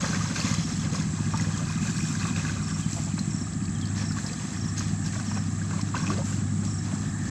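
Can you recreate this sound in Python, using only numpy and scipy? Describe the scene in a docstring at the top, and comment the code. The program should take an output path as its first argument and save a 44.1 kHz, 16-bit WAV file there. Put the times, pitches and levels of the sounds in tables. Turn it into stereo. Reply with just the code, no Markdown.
"""Far engines chug and hum and insects hiss throughout, all shaped from pulses, sine waves or noise.
At once a basket scoops in a shallow stream: swarms of ringing bubbles slosh, plop and spray.
From 0.9 s the lifted basket pours, and from 2.8 s it drips; all along a cricket trills in gliding tones.
A small bird whistles falling chips from 0.9 to 4 s, and two buzzing croaks sound at 3 s. Wet smacks of
noise fall from 2.3 s, most between 4.8 and 5.8 s; at 5.9 s the basket plunges in with plops and bubbles."""
import sys
import numpy as np
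from scipy import signal
from scipy.fft import rfft, irfft, next_fast_len
from scipy.io import wavfile
from scipy.ndimage import uniform_filter1d, map_coordinates

SR = 44100
rng = np.random.default_rng(int(sys.argv[2]) if len(sys.argv) > 2 else 0)


def bounce(signal):
    """Save signal as a 16-bit WAV file at the path given by the first command-line argument."""
    frames = np.transpose(np.atleast_2d(signal))
    limited = np.clip(frames, -1, 1)
    pcm = np.round(limited * 32767).astype(np.int16)
    wavfile.write(sys.argv[1], SR, pcm)


N = 321930

# Levels are in dB; some functions add a further gain.


def amp(db):
    """Turn decibels into gain."""
    return 10 ** (np.asarray(db) / 20)


def unit(x):
    """Scale to an rms (average strength) of 1."""
    return x / np.sqrt(np.mean(x ** 2) + 1e-20)


def along(points, hz):
    """Read a curve of (f/Hz, value) points on a log frequency axis."""
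    f, v = np.transpose(points)
    return np.interp(np.log(hz + 1), np.log(f + 1), v)


def curves(rows):
    """Draw straight lines through timed rows: one value per sample for each column after the time."""
    s, *cols = np.transpose(rows)
    return [np.interp(np.arange(N) / SR, s, c) for c in cols]


def wobble(rate):
    """A smooth random curve through `rate` random points a second."""
    points = rng.standard_normal(int(N * rate / SR) + 4)
    return map_coordinates(points, [np.arange(N) * rate / SR], mode="nearest")


def add(track, s, sound):
    """Mix a sound into a track at s seconds."""
    part = track[max(0, round(s * SR)):][:len(sound)]
    part += sound[:len(part)]


def swell(s, attack_s, hold_s, t60_s):
    """Gain that rises from s seconds, holds, then drops 60 dB in each t60_s."""
    t = np.arange(N) / SR - s
    fading = np.maximum(t - attack_s - hold_s, 0)
    return np.clip(t / attack_s, 0, 1) * np.exp(-np.log(1000) * fading / t60_s)


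def filtered(x, response):
    """Multiply the spectrum of x by a response of frequency."""
    m = next_fast_len(N + SR // 4)
    return irfft(rfft(x, m) * response(np.fft.rfftfreq(m, 1 / SR)), m)[..., :N]


def coloured(x, spectrum, size=8192):
    """Filter with the gain of (f/Hz, level/dB) points, ringing only after each sound and never before."""
    cepstrum = irfft(np.log(amp(along(spectrum, np.fft.rfftfreq(size, 1 / SR))) + 1e-6))
    # folding the cepstrum gives the minimum-phase filter
    fold = np.r_[1, np.full(size // 2 - 1, 2), 1, np.zeros(size // 2 - 1)]
    return signal.fftconvolve(x, irfft(np.exp(rfft(cepstrum * fold))))[:N]


def spread(a, b, alike):
    """Blend two unrelated signals into a stereo pair as alike as the curve asks at each pitch; rms 1."""
    def turn(hz):
        return np.arccos(np.clip(along(alike, hz), -1, 1)) / 2

    mid, side = filtered(np.array([a, b]), lambda hz: np.array([np.cos(turn(hz)), np.sin(turn(hz))]))
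    return unit(np.array([mid + side, mid - side]))


def aside(x, lag_s):
    """Place a sound to one side: it reaches the right microphone port lag_s sooner than the left."""
    return filtered(x, lambda hz: np.exp(np.pi * 1j * hz * lag_s * np.array([[-1], [1]])))


def panned(x, db):
    """A stereo pair, db louder on the left than on the right."""
    return x * amp([[db / 2], [-db / 2]])


# How alike left and right are for the fields all around: f/Hz, likeness [-1 to 1]
FAR_ALIKE = [(60, 0.98), (120, 1.0), (250, 0.97), (510, 0.83), (1050, 0.84), (2130, 0.78), (4130, -0.2),
             (5500, 0.05), (9500, 0.015)]


def rush(spectrum, alike=FAR_ALIKE):
    """Stereo noise with the given colour; rms 1."""
    noise = rng.standard_normal((2, N))
    return spread(*filtered(noise, lambda hz: amp(along(spectrum, hz))), alike)


# Colour of the far engine rumble: f/Hz, level/dB
RUMBLE = [(12, -61), (20, -60), (49, -19.5), (88, -10), (172, -3), (267, -13.5), (365, -20), (450, -34),
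          (580, -66), (990, -120)]


def rumble():
    """Far engines blur into low noise that swells gently."""
    return amp(-35 + 1.2 * wobble(2.85)) * rush(RUMBLE)


# Colour of the air in the grass: f/Hz, level/dB
FIELD = [(250, 0.5), (420, -10), (579, -6), (698, 9), (799, 7), (886, -8), (1210, 10), (1460, -2),
         (1720, -16), (2270, -1), (2500, -13), (2920, -7), (3700, -17), (4110, -7), (5000, -37),
         (6500, -38), (11000, -120)]


def grass():
    """Air moving in the grass makes soft, nearly steady noise."""
    return amp(-51.0 + 0.12 * wobble(2.3)) * rush(FIELD)


# A thin far whirr swells and fades: t/s, level/dB
WHIRR = [(0, -50.5), (2.8, -62), (3.8, -52.5), (4.4, -50.5), (5.0, -52), (5.6, -54), (6.6, -59), (7.0, -52),
         (7.3, -47)]
# Resonances of the whirr: f/Hz, level/dB
WHIRR_COLOUR = [(480, -74), (620, -6), (730, -2.5), (900, -3.5), (1100, -19), (1240, 2), (1430, -15),
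                (1650, 3.5), (1790, 5.5), (1930, -1), (2400, -43)]


def whirr():
    """Noise through a few resonances comes and goes as a thin far whirr."""
    return amp(curves(WHIRR)[0] + 2.0) * rush(WHIRR_COLOUR)


# Colour of the insect hiss: f/Hz, level/dB
INSECTS = [(2650, -20), (4500, -12), (5090, -39), (5340, -31), (5480, 7), (5930, -52), (6340, 4.5),
           (6870, 1), (7280, 11.5), (7740, 12), (8200, 3), (8510, -8), (9360, -10.5), (12200, -82),
           (20600, -120)]
# How alike left and right are for the insects: f/Hz, likeness [-1 to 1]
CHORUS_ALIKE = [(4000, 0.24), (7500, 0.17), (10000, 0.23)]


def insects():
    """Many insects merge into a high flickering hiss, a touch sooner on the left."""
    return amp(-44.0 + 0.96 * wobble(14)) * aside(rush(INSECTS, CHORUS_ALIKE), lag_s=-.00002)


# Narrow band of one far insect: f/Hz, level/dB
TRILL = [(3000, -90), (3780, -29), (3875, 9), (3925, -18), (3980, -2), (4130, -10), (4250, -28),
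         (5200, -90)]


def trill():
    """One far insect trills as narrow-band noise."""
    return amp(-63) * rush(TRILL)


def firings(rate, start, exhaust, scatter_db, jitter):
    """One exhaust pulse per firing of a single cylinder, `rate` a second, uneven by jitter seconds; rms 1."""
    turns = np.cumsum(rate) / SR - start
    at = np.flatnonzero(np.diff(np.floor(turns)))  # a pulse at each whole number
    size, late = rng.standard_normal((len(at), 2)).T
    at = np.clip(at + late * jitter * SR, 0, N - 1).astype(int)
    return unit(coloured(np.bincount(at, amp(scatter_db * size), N), exhaust))


def echoed(x, delay_s, db):
    """The tree line answers once, delay_s later; rms 1."""
    return unit(x + amp(db) * np.pad(x, (round(delay_s * SR), 0))[:N])


# Exhaust colour of the chugging engine: f/Hz, level/dB
CHUG = [(25, -50), (43, -44), (72, -11.5), (100, -7.5), (140, -7.5), (175, 0), (220, -1.5), (260, -3.5),
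        (300, -14), (360, -23), (450, -44), (1200, -110)]


def chugging_engine():
    """A slow engine fires 14.48 times a second, each firing a dull pulse; rms 1."""
    pulses = firings(np.full(N, 14.48), .415, CHUG, scatter_db=1.5, jitter=.00006)
    return echoed(pulses, delay_s=.048, db=-13.5)


# Speed of the labouring engine: t/s, firings a second [f/Hz]
LABOUR = [(0, 15), (1, 14.58), (2, 14.42), (3, 14.24), (4, 14.14), (4.7, 14.11), (5.5, 14.585),
          (6.3, 15.03), (7.3, 15.27)]
# Exhaust colour of the labouring engine: f/Hz, level/dB
THUD = [(25, -35.5), (44, -33), (72, 1), (100, -7), (117, 2), (135, -2.5), (160, 7.5), (180, -11),
        (215, -5.5), (245, -9), (288, -18), (314, -13), (340, -22.5), (400, -31.5), (1200, -110)]


def labouring_engine():
    """A second slow engine sags in speed and picks up again, each firing a thud; rms 1."""
    pulses = firings(curves(LABOUR)[0], .607, THUD, scatter_db=1.6, jitter=.00006)
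    return echoed(pulses, delay_s=.0188, db=-3.0)


# Overtones of the pump engine: multiple of the shaft rate, level/dB
PUMP = [(1, -22), (2, 1.5), (3, -14), (4, -4.5), (5, -16), (6, -17)]


def pump(hz=50.1, start=0.285):
    """A faster engine, so far off that only its low overtones arrive, as shimmering sines; rms 1."""
    shaft = 2 * np.pi * (np.cumsum(hz + 0.025 * wobble(2.43)) / SR - start)
    hum = np.zeros(N)
    for k, (_, db) in enumerate(PUMP, 1):
        hum += amp(db + .8 * wobble(4.6)) * np.sin(k * shaft + k * k)
    return unit(hum)


# Engine loudness, with a short rise near 3.2 s where the two engines' firings fall together:
# t/s, chugging level/dB, labouring level/dB
ENGINE_LEVELS = [(0, -33.5, -33), (1.5, -36, -32.5), (2.5, -37.5, -33.5), (3.15, -36, -33.5),
                 (3.21, -32.5, -33), (3.28, -33, -33.5), (3.4, -37, -36), (4.4, -37, -36),
                 (5.2, -37.5, -36.5), (6.2, -37.5, -34.5), (7.3, -36.5, -36.5)]
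# Level of the hum near 100 Hz, dipping where it beats with the chugging engine, then steadier:
# t/s, level/dB
HUM = [(0, -41.5), (0.8, -35), (1.2, -36.5), (1.5, -35), (2.09, -38), (2.56, -33.5), (3.03, -39),
       (4.04, -32), (4.51, -44), (4.72, -33), (6, -32.5), (7.3, -32)]


def engines():
    """Two slow engines drift in and out of step while the faster pump hums."""
    chug_db, labour_db = curves(ENGINE_LEVELS)
    slow = amp(chug_db) * chugging_engine() + amp(labour_db) * labouring_engine()
    return slow + amp(curves(HUM)[0]) * pump()


# Two short rough croaks: t/s, length/s, resonance f/Hz, level/dB
CROAKS = [(2.963, .038, 700, -36), (3.066, .028, 780, -39.5)]


def croaks():
    """A low rasping buzz sags in pitch as it passes through one resonance."""
    pitch_hz, fall, width_oct = 169, 0.069, 0.23
    track, k = np.zeros(N), np.arange(2, 12)[:, None]  # k counts the overtones
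    for s, length_s, hz, db in CROAKS:
        u = np.linspace(0, 1, int(length_s * SR))
        phase = 2 * np.pi * np.cumsum(pitch_hz * (1 + fall * (.5 - u))) / SR
        overtones = 1 / (1 + (np.log2(k * pitch_hz / hz) / width_oct) ** 2)
        buzz = np.sum(overtones * np.sin(k * phase + rng.uniform(0, 2 * np.pi, k.shape)), axis=0)
        rasp = 1 + .5 * wobble(345)[:len(u)]
        add(track, s, amp(db) * np.sin(np.pi * np.sqrt(u)) * unit(rasp) * buzz)
    return track


# A small bird's falling chips: t/s, level/dB, middle f/Hz
CHIPS = [(0.851, -51.5, 3120), (1.53, -46, 3200), (2.82, -45, 3140), (3.0744, -56, 3110),
         (3.745, -49, 3200), (3.814, -44, 3240), (4.002, -53, 3180)]


def bird():
    """Short soft whistles that slide down."""
    chip_s, fall = .036, .16  # fall is a share of the middle pitch
    track, t = np.zeros(N), np.arange(SR // 15) / SR
    u = np.minimum(t / chip_s, 1)
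    for s, db, hz in CHIPS:
        phase = 2 * np.pi * np.cumsum(hz * (1 + fall * (.5 - u))) / SR
        add(track, s, amp(db) * np.sin(np.pi * u) * np.sin(phase))
    return track


# Cricket chirps: start t/s, level/dB
CHIRPS = [(0.601, 2.5), (1.309, 2.5), (1.955, 3.5), (2.625, 2.5), (3.296, 2.5), (3.972, 3), (4.566, 2.5),
          (5.258, 3), (5.979, 2.5), (6.663, 1.5)]
# Wing strokes of one chirp, in order: level/dB
STROKES = [-43, -41.5, -41.5, -41, -50]


def cricket():
    """Each wing stroke slows as it closes, so its tone falls, wavering a little."""
    hz, fall_hz, stroke_s, period_s = 5830, 780, .026, .037
    track, t = np.zeros(N), np.arange(SR // 20) / SR
    u = np.minimum(t / stroke_s, 1)
    for s, chirp_db in CHIRPS:
        for k, db in enumerate(STROKES):
            size, sharp, late = rng.standard_normal(3)  # no two strokes are quite the same
            waver = unit(uniform_filter1d(rng.standard_normal(len(t)), size=120))
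            stroke_hz = hz + 40 * sharp + 50 * waver - fall_hz * u ** 1.4
            tone = np.sin(2 * np.pi * np.cumsum(stroke_hz) / SR)
            stroke = amp(chirp_db + db + .5 * size) * np.sin(np.pi * u ** .8) * tone
            add(track, s + k * period_s + .001 * late, stroke)
    return track


# How fast the bank's echo dies: f/Hz, time to drop 60 dB [s]
BANK = [(300, 0.037), (2000, 0.35), (9000, 0.016)]


def bank(x):
    """Short diffuse answer of the grassy bank: fading noise, different on each side."""
    hz, t, z = signal.stft(rng.standard_normal((2, SR // 4)), SR, nperseg=256)
    tail = signal.istft(z * amp(-60 * t / along(BANK, hz)[:, None]), SR, nperseg=256)[1]
    return signal.fftconvolve(x[None], tail / np.linalg.norm(tail[0]), axes=1)[:, :N]


def bubble(t, hz, cycles, rise):
    """A damped sine whose pitch climbs as the bubble nears the surface."""
    age = t * hz / cycles
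    tone = np.sin(2 * np.pi * hz * t * (1 + rise * np.minimum(age, 2) / 4))
    return tone * np.exp(-2 * age) * (1 - np.exp(-2 * t * hz))


def bubbles(rate, lo_hz, hi_hz, cycles, scatter_db, size):
    """A random swarm of `rate` bubbles a second, mostly quiet and a few loud; rms 1."""
    when, pitch, strength, life = rng.random((int(rate * N / SR), 4)).T[:, :, None]
    hz = lo_hz * (hi_hz / lo_hz) ** pitch
    gain = amp(-scatter_db * np.log(np.maximum(strength, .02))) * np.sqrt(hz / lo_hz)
    rings = gain * bubble(np.arange(size) / SR, hz, cycles * (.5 + life), rise=0.24)
    places = (when * N).astype(int) + np.arange(size)
    return unit(np.bincount(places.ravel(), rings.ravel(), N)[:N])


# How alike left and right are for the water in front: f/Hz, likeness [-1 to 1]
ALIKE = [(60, 0.97), (250, 0.97), (510, 0.7), (1050, 1), (2130, 0.79), (4360, 0.58), (6500, 0.26),
         (8910, 0.12)]


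def churn(swarm, spectrum, wash_db, width_db):
    """Bubbles on a wash of torn water, with diffuse scatter off the ripples; rms 1."""
    direct = unit(coloured(swarm, spectrum))
    scatter = unit(coloured(rng.standard_normal(N), spectrum))
    wide = amp(width_db) * np.array([scatter, -scatter])
    return unit(direct + wide + amp(wash_db) * rush(spectrum, ALIKE))


# Colour of falling water landing on the surface, for the stream and its drips: f/Hz, level/dB
POUR = [(400, -19), (700, -16.5), (1150, 0), (1400, -3.5), (1650, 3.5), (1830, -7.5), (2060, 0),
        (2240, -14), (2480, 4.5), (2750, -7.5), (3470, -5), (4750, -1.5), (6500, 6.5), (7700, -4),
        (12000, -28.5), (16000, -120)]


def drips():
    """The raised basket keeps dripping: single small bubbles start, hold, then thin out."""
    wet = swell(2.76, attack_s=0.16, hold_s=0.96, t60_s=.8)
    drops = bubbles(90, 1800, 7000, cycles=6, scatter_db=2, size=400)
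    return amp(-54.5) * wet * unit(coloured(drops, POUR))


def pour():
    """The basket empties through its weave: the gurgling stream builds, holds, then thins, wavering."""
    flow = swell(0.86, attack_s=0.89, hold_s=0.63, t60_s=4.6) * amp(-40.5 + 1.6 * wobble(29.76))
    gurgle = bubbles(900, 609, 4500, cycles=12, scatter_db=2.2, size=600)
    return flow * churn(gurgle, POUR, wash_db=0.0, width_db=-28)


# Dull wet smacks, played as noise only: t/s, level/dB, left over right level/dB
SMACKS = [(2.251, -22, 0), (3.178, -21.5, 0.5), (4.806, -20, -9), (5.154, -20, -9), (5.196, -23, -7),
          (5.311, -23, -10), (5.369, -22, -13), (5.417, -35, -6), (5.707, -23, 0), (5.73, -21, 0)]
# Colour of a smack: f/Hz, level/dB
SMACK_COLOUR = [(300, -32), (620, -1), (1100, 2), (1380, 2), (1620, 1), (2000, -7), (2450, -2), (3200, -22),
                (7000, -53)]


def smacks():
    """A soft slap on the surface: a short dull puff of noise."""
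    rise_s, t60_s = 0.003, 0.036
    track, t = np.zeros((2, N)), np.arange(SR // 10) / SR
    for s, db, pan_db in SMACKS:
        puff = amp(db - 60 * t / t60_s) * (1 - np.exp(-t / rise_s)) * rng.standard_normal(len(t))
        for side, sound in zip(track, panned(puff, pan_db)):
            add(side, s, sound)
    return amp(3.0) * np.array([coloured(side, SMACK_COLOUR) for side in track])


# The biggest thrown drops landing: t/s, level/dB, bubble f/Hz
SPATTERS = [(0.3594, -33, 5860), (0.401, -30, 4460), (0.421, -35, 6300), (0.48, -34, 6500),
            (0.5008, -36, 3520), (0.5406, -29, 6630), (0.767, -35.5, 7440), (0.957, -33.5, 5250),
            (1.3736, -31.5, 7630), (1.409, -32.5, 6600), (1.421, -37, 6630), (1.5748, -35.5, 6340),
            (2.0263, -38, 6580), (2.152, -36, 6500), (2.2702, -38, 5800), (2.364, -35, 3700),
            (2.93, -33, 6100), (3.191, -32.5, 4120), (3.655, -41, 4400), (3.812, -37, 3520),
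            (3.855, -38, 4430), (4.12, -38, 5030), (4.264, -35, 5220), (4.2872, -39, 4070),
            (4.3314, -38, 4730), (4.78, -29.5, 6500), (4.794, -30.5, 6500), (5.0615, -34, 5520),
            (5.8133, -37, 5370), (5.976, -38, 4140), (6.65, -36, 7550), (6.8604, -44, 5070)]
# Colour of a drop's tick as the microphone hears it: f/Hz, level/dB
TICK = [(300, -40), (2000, -44), (4000, 0.5), (7600, 3), (8800, -15.5), (12000, -27.5), (15000, -49)]


def spatters():
    """A drop ticks on the surface as a burst of noise and leaves a tiny ringing bubble."""
    track, t = np.zeros(N), np.arange(SR // 20) / SR
    for s, db, hz in SPATTERS:
        tick = amp(5.0 - 60 * t / 0.037) * (1 - np.exp(-t / 0.0008)) * rng.standard_normal(len(t))
        add(track, s, amp(db) * (tick + amp(5.0) * bubble(t, hz, cycles=22, rise=0.025)))
    return coloured(track, TICK)


# Air pockets closing under the surface: t/s, level/dB, bubble f/Hz
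PLOPS = [(0.04, -26, 1150), (0.045, -25, 1550), (0.085, -25, 1260), (0.15, -24, 1840), (0.256, -27, 1085),
         (0.363, -21, 2480), (0.399, -31, 1160), (0.414, -20, 2580), (0.858, -33, 1150), (0.949, -25, 1080),
         (0.98, -27, 1060), (1.188, -32, 910), (1.337, -19.5, 1150), (1.342, -20.5, 866),
         (1.398, -21, 1940), (1.446, -24.5, 1720), (1.558, -32, 1680), (1.699, -29, 1010),
         (1.777, -28, 1240), (1.876, -31, 2390), (1.947, -34, 1200), (2.006, -22.5, 2390),
         (2.152, -24, 1600), (2.251, -21.5, 1120), (2.362, -20, 2510), (2.395, -22, 2510),
         (2.45, -21, 1610), (2.467, -25, 2510), (2.495, -21, 1510), (3.469, -28, 1210), (3.643, -31, 1110),
         (3.681, -32, 2460), (3.995, -32, 1700), (4.11, -27, 1420), (4.185, -23.5, 1550),
         (4.297, -29, 2460), (5.162, -31, 625), (5.314, -29, 950), (5.373, -27, 1070), (5.616, -26.5, 1590),
         (5.739, -29, 1140), (5.793, -24, 1020), (5.942, -19, 1180), (5.947, -15, 1004),
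         (5.954, -23.5, 2630), (5.966, -16.5, 1510), (6.036, -22, 1090), (6.068, -22, 2500),
         (6.078, -22, 2480), (6.102, -15.5, 1120), (6.187, -24, 540), (6.219, -28, 880), (6.328, -28, 1550),
         (6.925, -31.5, 640)]


def plops():
    """The surface snaps and slaps shut as noise, then the trapped air rings."""
    slap_db, slap_t60_s, crack_db, crack_t60_s, ring_db = 3, .025, 0.5, 0.0082, -4.5
    slaps, rings, t = np.zeros(N), np.zeros(N), np.arange(SR // 10) / SR
    for s, db, hz in PLOPS:
        slap = amp(db + slap_db - 60 * t / slap_t60_s) * (1 - np.exp(-t / 0.0028))
        crack = amp(db + crack_db - 60 * t / crack_t60_s)  # the first snap of a closing pocket
        add(slaps, s, slap * rng.standard_normal(len(t)))
        add(slaps, s, crack * rng.standard_normal(len(t)))
        add(rings, s, amp(db + ring_db) * bubble(t, hz, cycles=12, rise=0.072))
    return amp(-4.0) * coloured(slaps, SLOSH) + rings


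# The basket shoves water and a cloud of large bubbles breaks loose: t/s, level/dB, middle f/Hz
GULPS = [(0.029, -34.5, 510), (0.036, -29, 1340), (0.92, -44, 492), (1.337, -35, 965), (1.459, -40.5, 575),
         (1.6, -41, 610), (4.299, -43, 526), (5.943, -34, 976), (6.07, -27, 241.7), (6.09, -38, 540),
         (6.111, -33.5, 314), (6.175, -34, 499)]


def gulps(count=6, span_s=0.037, pitch_scatter=0.1336):
    """A quick run of large bubbles of about one size, each softer than the last."""
    track, t = np.zeros(N), np.arange(SR // 5) / SR
    for s, db, hz in GULPS:
        for k, (late, pitch) in enumerate(rng.random((count, 2))):
            tone = bubble(t, hz * np.exp(pitch_scatter * (4 * pitch - 2)), cycles=14.6, rise=0.305)
            add(track, s + span_s * (k + late) / count, amp(db + 2.5 - 2.5 * k) * tone)
    return track


# Each push of the basket or a leg: t/s, hold/s, time to drop 60 dB [s], slosh level/dB, spray level/dB
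PUSHES = [(0.0, 0.013, 2.6, -32.5, -35.5), (0.226, 0.13, 0.67, -46.5, -47), (0.334, 0.079, 3, -37, -36.5),
          (0.84, 0.015, 0.72, -37, -61), (0.916, 0.036, 0.96, -40.5, -41.5), (1.334, 0.12, 1.4, -40, -48),
          (2.24, .015, 0.24, -38.5, -59), (2.33, 0.14, 0.34, -38.5, -44.5), (3.467, .01, 0.15, -49, -54),
          (3.947, 0.035, 0.57, -42, -42), (4.158, 0.026, 0.25, -42.5, -45.5), (4.263, .03, 4.3, -51, -46),
          (4.761, 0.019, 0.78, -41, -40), (5.036, 0.025, 0.57, -55, -45), (5.106, 0.096, 3.7, -49, -47),
          (5.35, 0.017, 0.26, -39, -51), (5.69, 0.028, 4.4, -42.5, -49), (5.801, 0.0074, 0.082, -41, -42.5),
          (5.938, 0.018, 0.89, -35, -43), (6.054, 0.027, 0.81, -35.5, -40.5), (6.31, 0.033, 0.92, -41, -48),
          (6.637, .01, 0.37, -54, -48), (6.818, 0.016, 3.2, -48, -50), (7.177, 0.11, .5, -59, -50.5)]
# Fine drops shaken off the rim patter down: t/s, hold/s, fizz level/dB
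SHOWERS = [(1.8, 0.3, -55), (2.243, 0.022, -55), (2.764, 0.023, -54.5), (2.87, 0.14, -53.5),
           (4.137, 0.089, -58.5), (6.231, 0.087, -54)]


def agitation():
    """Slosh, spray and fizz gains: lapping that never settles, pushes and showers add in power."""
    lap_db = [-49.5, -54.5, -64.5]  # slosh, spray, fizz
    power = np.outer(amp(lap_db), amp(1.5 * wobble(9.9))) ** 2
    for s, hold_s, t60_s, slosh_db, spray_db in PUSHES:
        push_db = [slosh_db, spray_db, spray_db - 29]  # the finest drops follow the spray
        attack_s = 0.008 + 0.25 * hold_s  # longer pushes rise more slowly
        power += np.outer(amp(push_db), swell(s, attack_s, hold_s, t60_s)) ** 2
    for s, hold_s, fizz_db in SHOWERS:
        power[2] += (amp(fizz_db) * swell(s, 0.025, hold_s, t60_s=0.26)) ** 2
    return np.sqrt(power)


# Colour of the big bubbles, also of a plop's slap: f/Hz, level/dB
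SLOSH = [(220, -39.5), (380, 0), (474, -5), (552, -0.5), (655, -10), (763, -5), (852, -3.5), (1150, 3),
         (1370, -3), (1640, 4), (1830, -15.5), (2080, -2), (2250, -22), (2530, -4), (2900, -31),
         (3770, -37), (6380, -120)]
# Colour of the small bubbles and ticks: f/Hz, level/dB
SPRAY = [(1180, -14.5), (2000, 1.5), (2250, -5.5), (2510, -2.5), (2920, -7), (3480, -2), (3710, -8.5),
         (4020, -1), (4740, -3.5), (5010, 1), (5540, -0.5), (6610, 4.5), (7090, -3), (7740, -22),
         (9000, -13.5), (11700, -28), (19800, -120)]
# Colour of the finest drops: f/Hz, level/dB
FIZZ = [(3820, -13.5), (6500, -5.5), (7000, -4), (7300, 2), (7760, -3.5), (8350, -14), (8520, -26),
        (9360, -23), (12200, -38), (20600, -120)]


def water():
    """Big bubbles slosh round the basket, small ones spray, thrown drops tick and the finest ones fizz."""
    slosh_gain, spray_gain, fizz_gain = agitation()
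    surge = wobble(35)  # each wavelet breaks on its own
    big = bubbles(900, 419.6, 3005, cycles=15.5, scatter_db=3.5, size=900)
    small = bubbles(2200, 2080, 8260, cycles=16.6, scatter_db=4.0, size=450)
    finest = bubbles(1500, 6630, 12300, cycles=4.8, scatter_db=4.5, size=100)
    thrown = bubbles(260, 1530, 6650, cycles=3.5, scatter_db=5.0, size=200)
    slosh = churn(big, SLOSH, wash_db=-3.5, width_db=-34)
    spray = churn(small, SPRAY, wash_db=1, width_db=-21.0)
    fizz = churn(finest, FIZZ, wash_db=4.5, width_db=-1.5)
    ticks = unit(coloured(thrown, SPRAY))
    sloshing = slosh_gain * amp(-5.0 + 2.7 * surge) * slosh
    spraying = spray_gain * amp(1.0 + 1.07 * surge) * (spray + amp(-13.5) * ticks)
    return sloshing + spraying + fizz_gain * amp(14.0) * fizz


def scene():
    """Water in front, cricket and bird on the right, croaks on the left, engines a little to the left."""
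    background = rumble() + grass() + whirr() + insects() + trill()
    far_engines = panned(engines(), db=0.5)
    calls, frog = cricket() + bird(), croaks()
    low, high = plops() + gulps(), spatters()
    among_grass = amp(-7) * calls + amp(-9) * frog
    echoes = bank(amp(-25) * low + amp(-8.0) * high + among_grass)
    stream = water() + pour() + drips() + smacks() + low + high
    animals = aside(calls, lag_s=.00003) + panned(frog, db=5)
    return background + far_engines + animals + echoes + stream


# Treble tilt: a bump near 8.1 kHz, a dip just above it, and a lift towards the top: f/Hz, level/dB
TREBLE = [(7700, 0.5), (8120, 5.5), (8230, -5), (8650, 5.5), (8950, 1.5), (9600, 4.5), (10200, -1),
          (11800, 8.5)]


def record(dry):
    """The treble is tilted and nothing is kept above 15200 Hz; both ends fade over 4 ms."""
    t = np.arange(N) / SR
    fade = np.clip(np.minimum(t, t[::-1]) / .004, 0, 1)
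    return filtered(dry * fade, lambda hz: amp(along(TREBLE, hz)) * (hz < 15200))


dry = scene()
out = record(dry)
bounce(out)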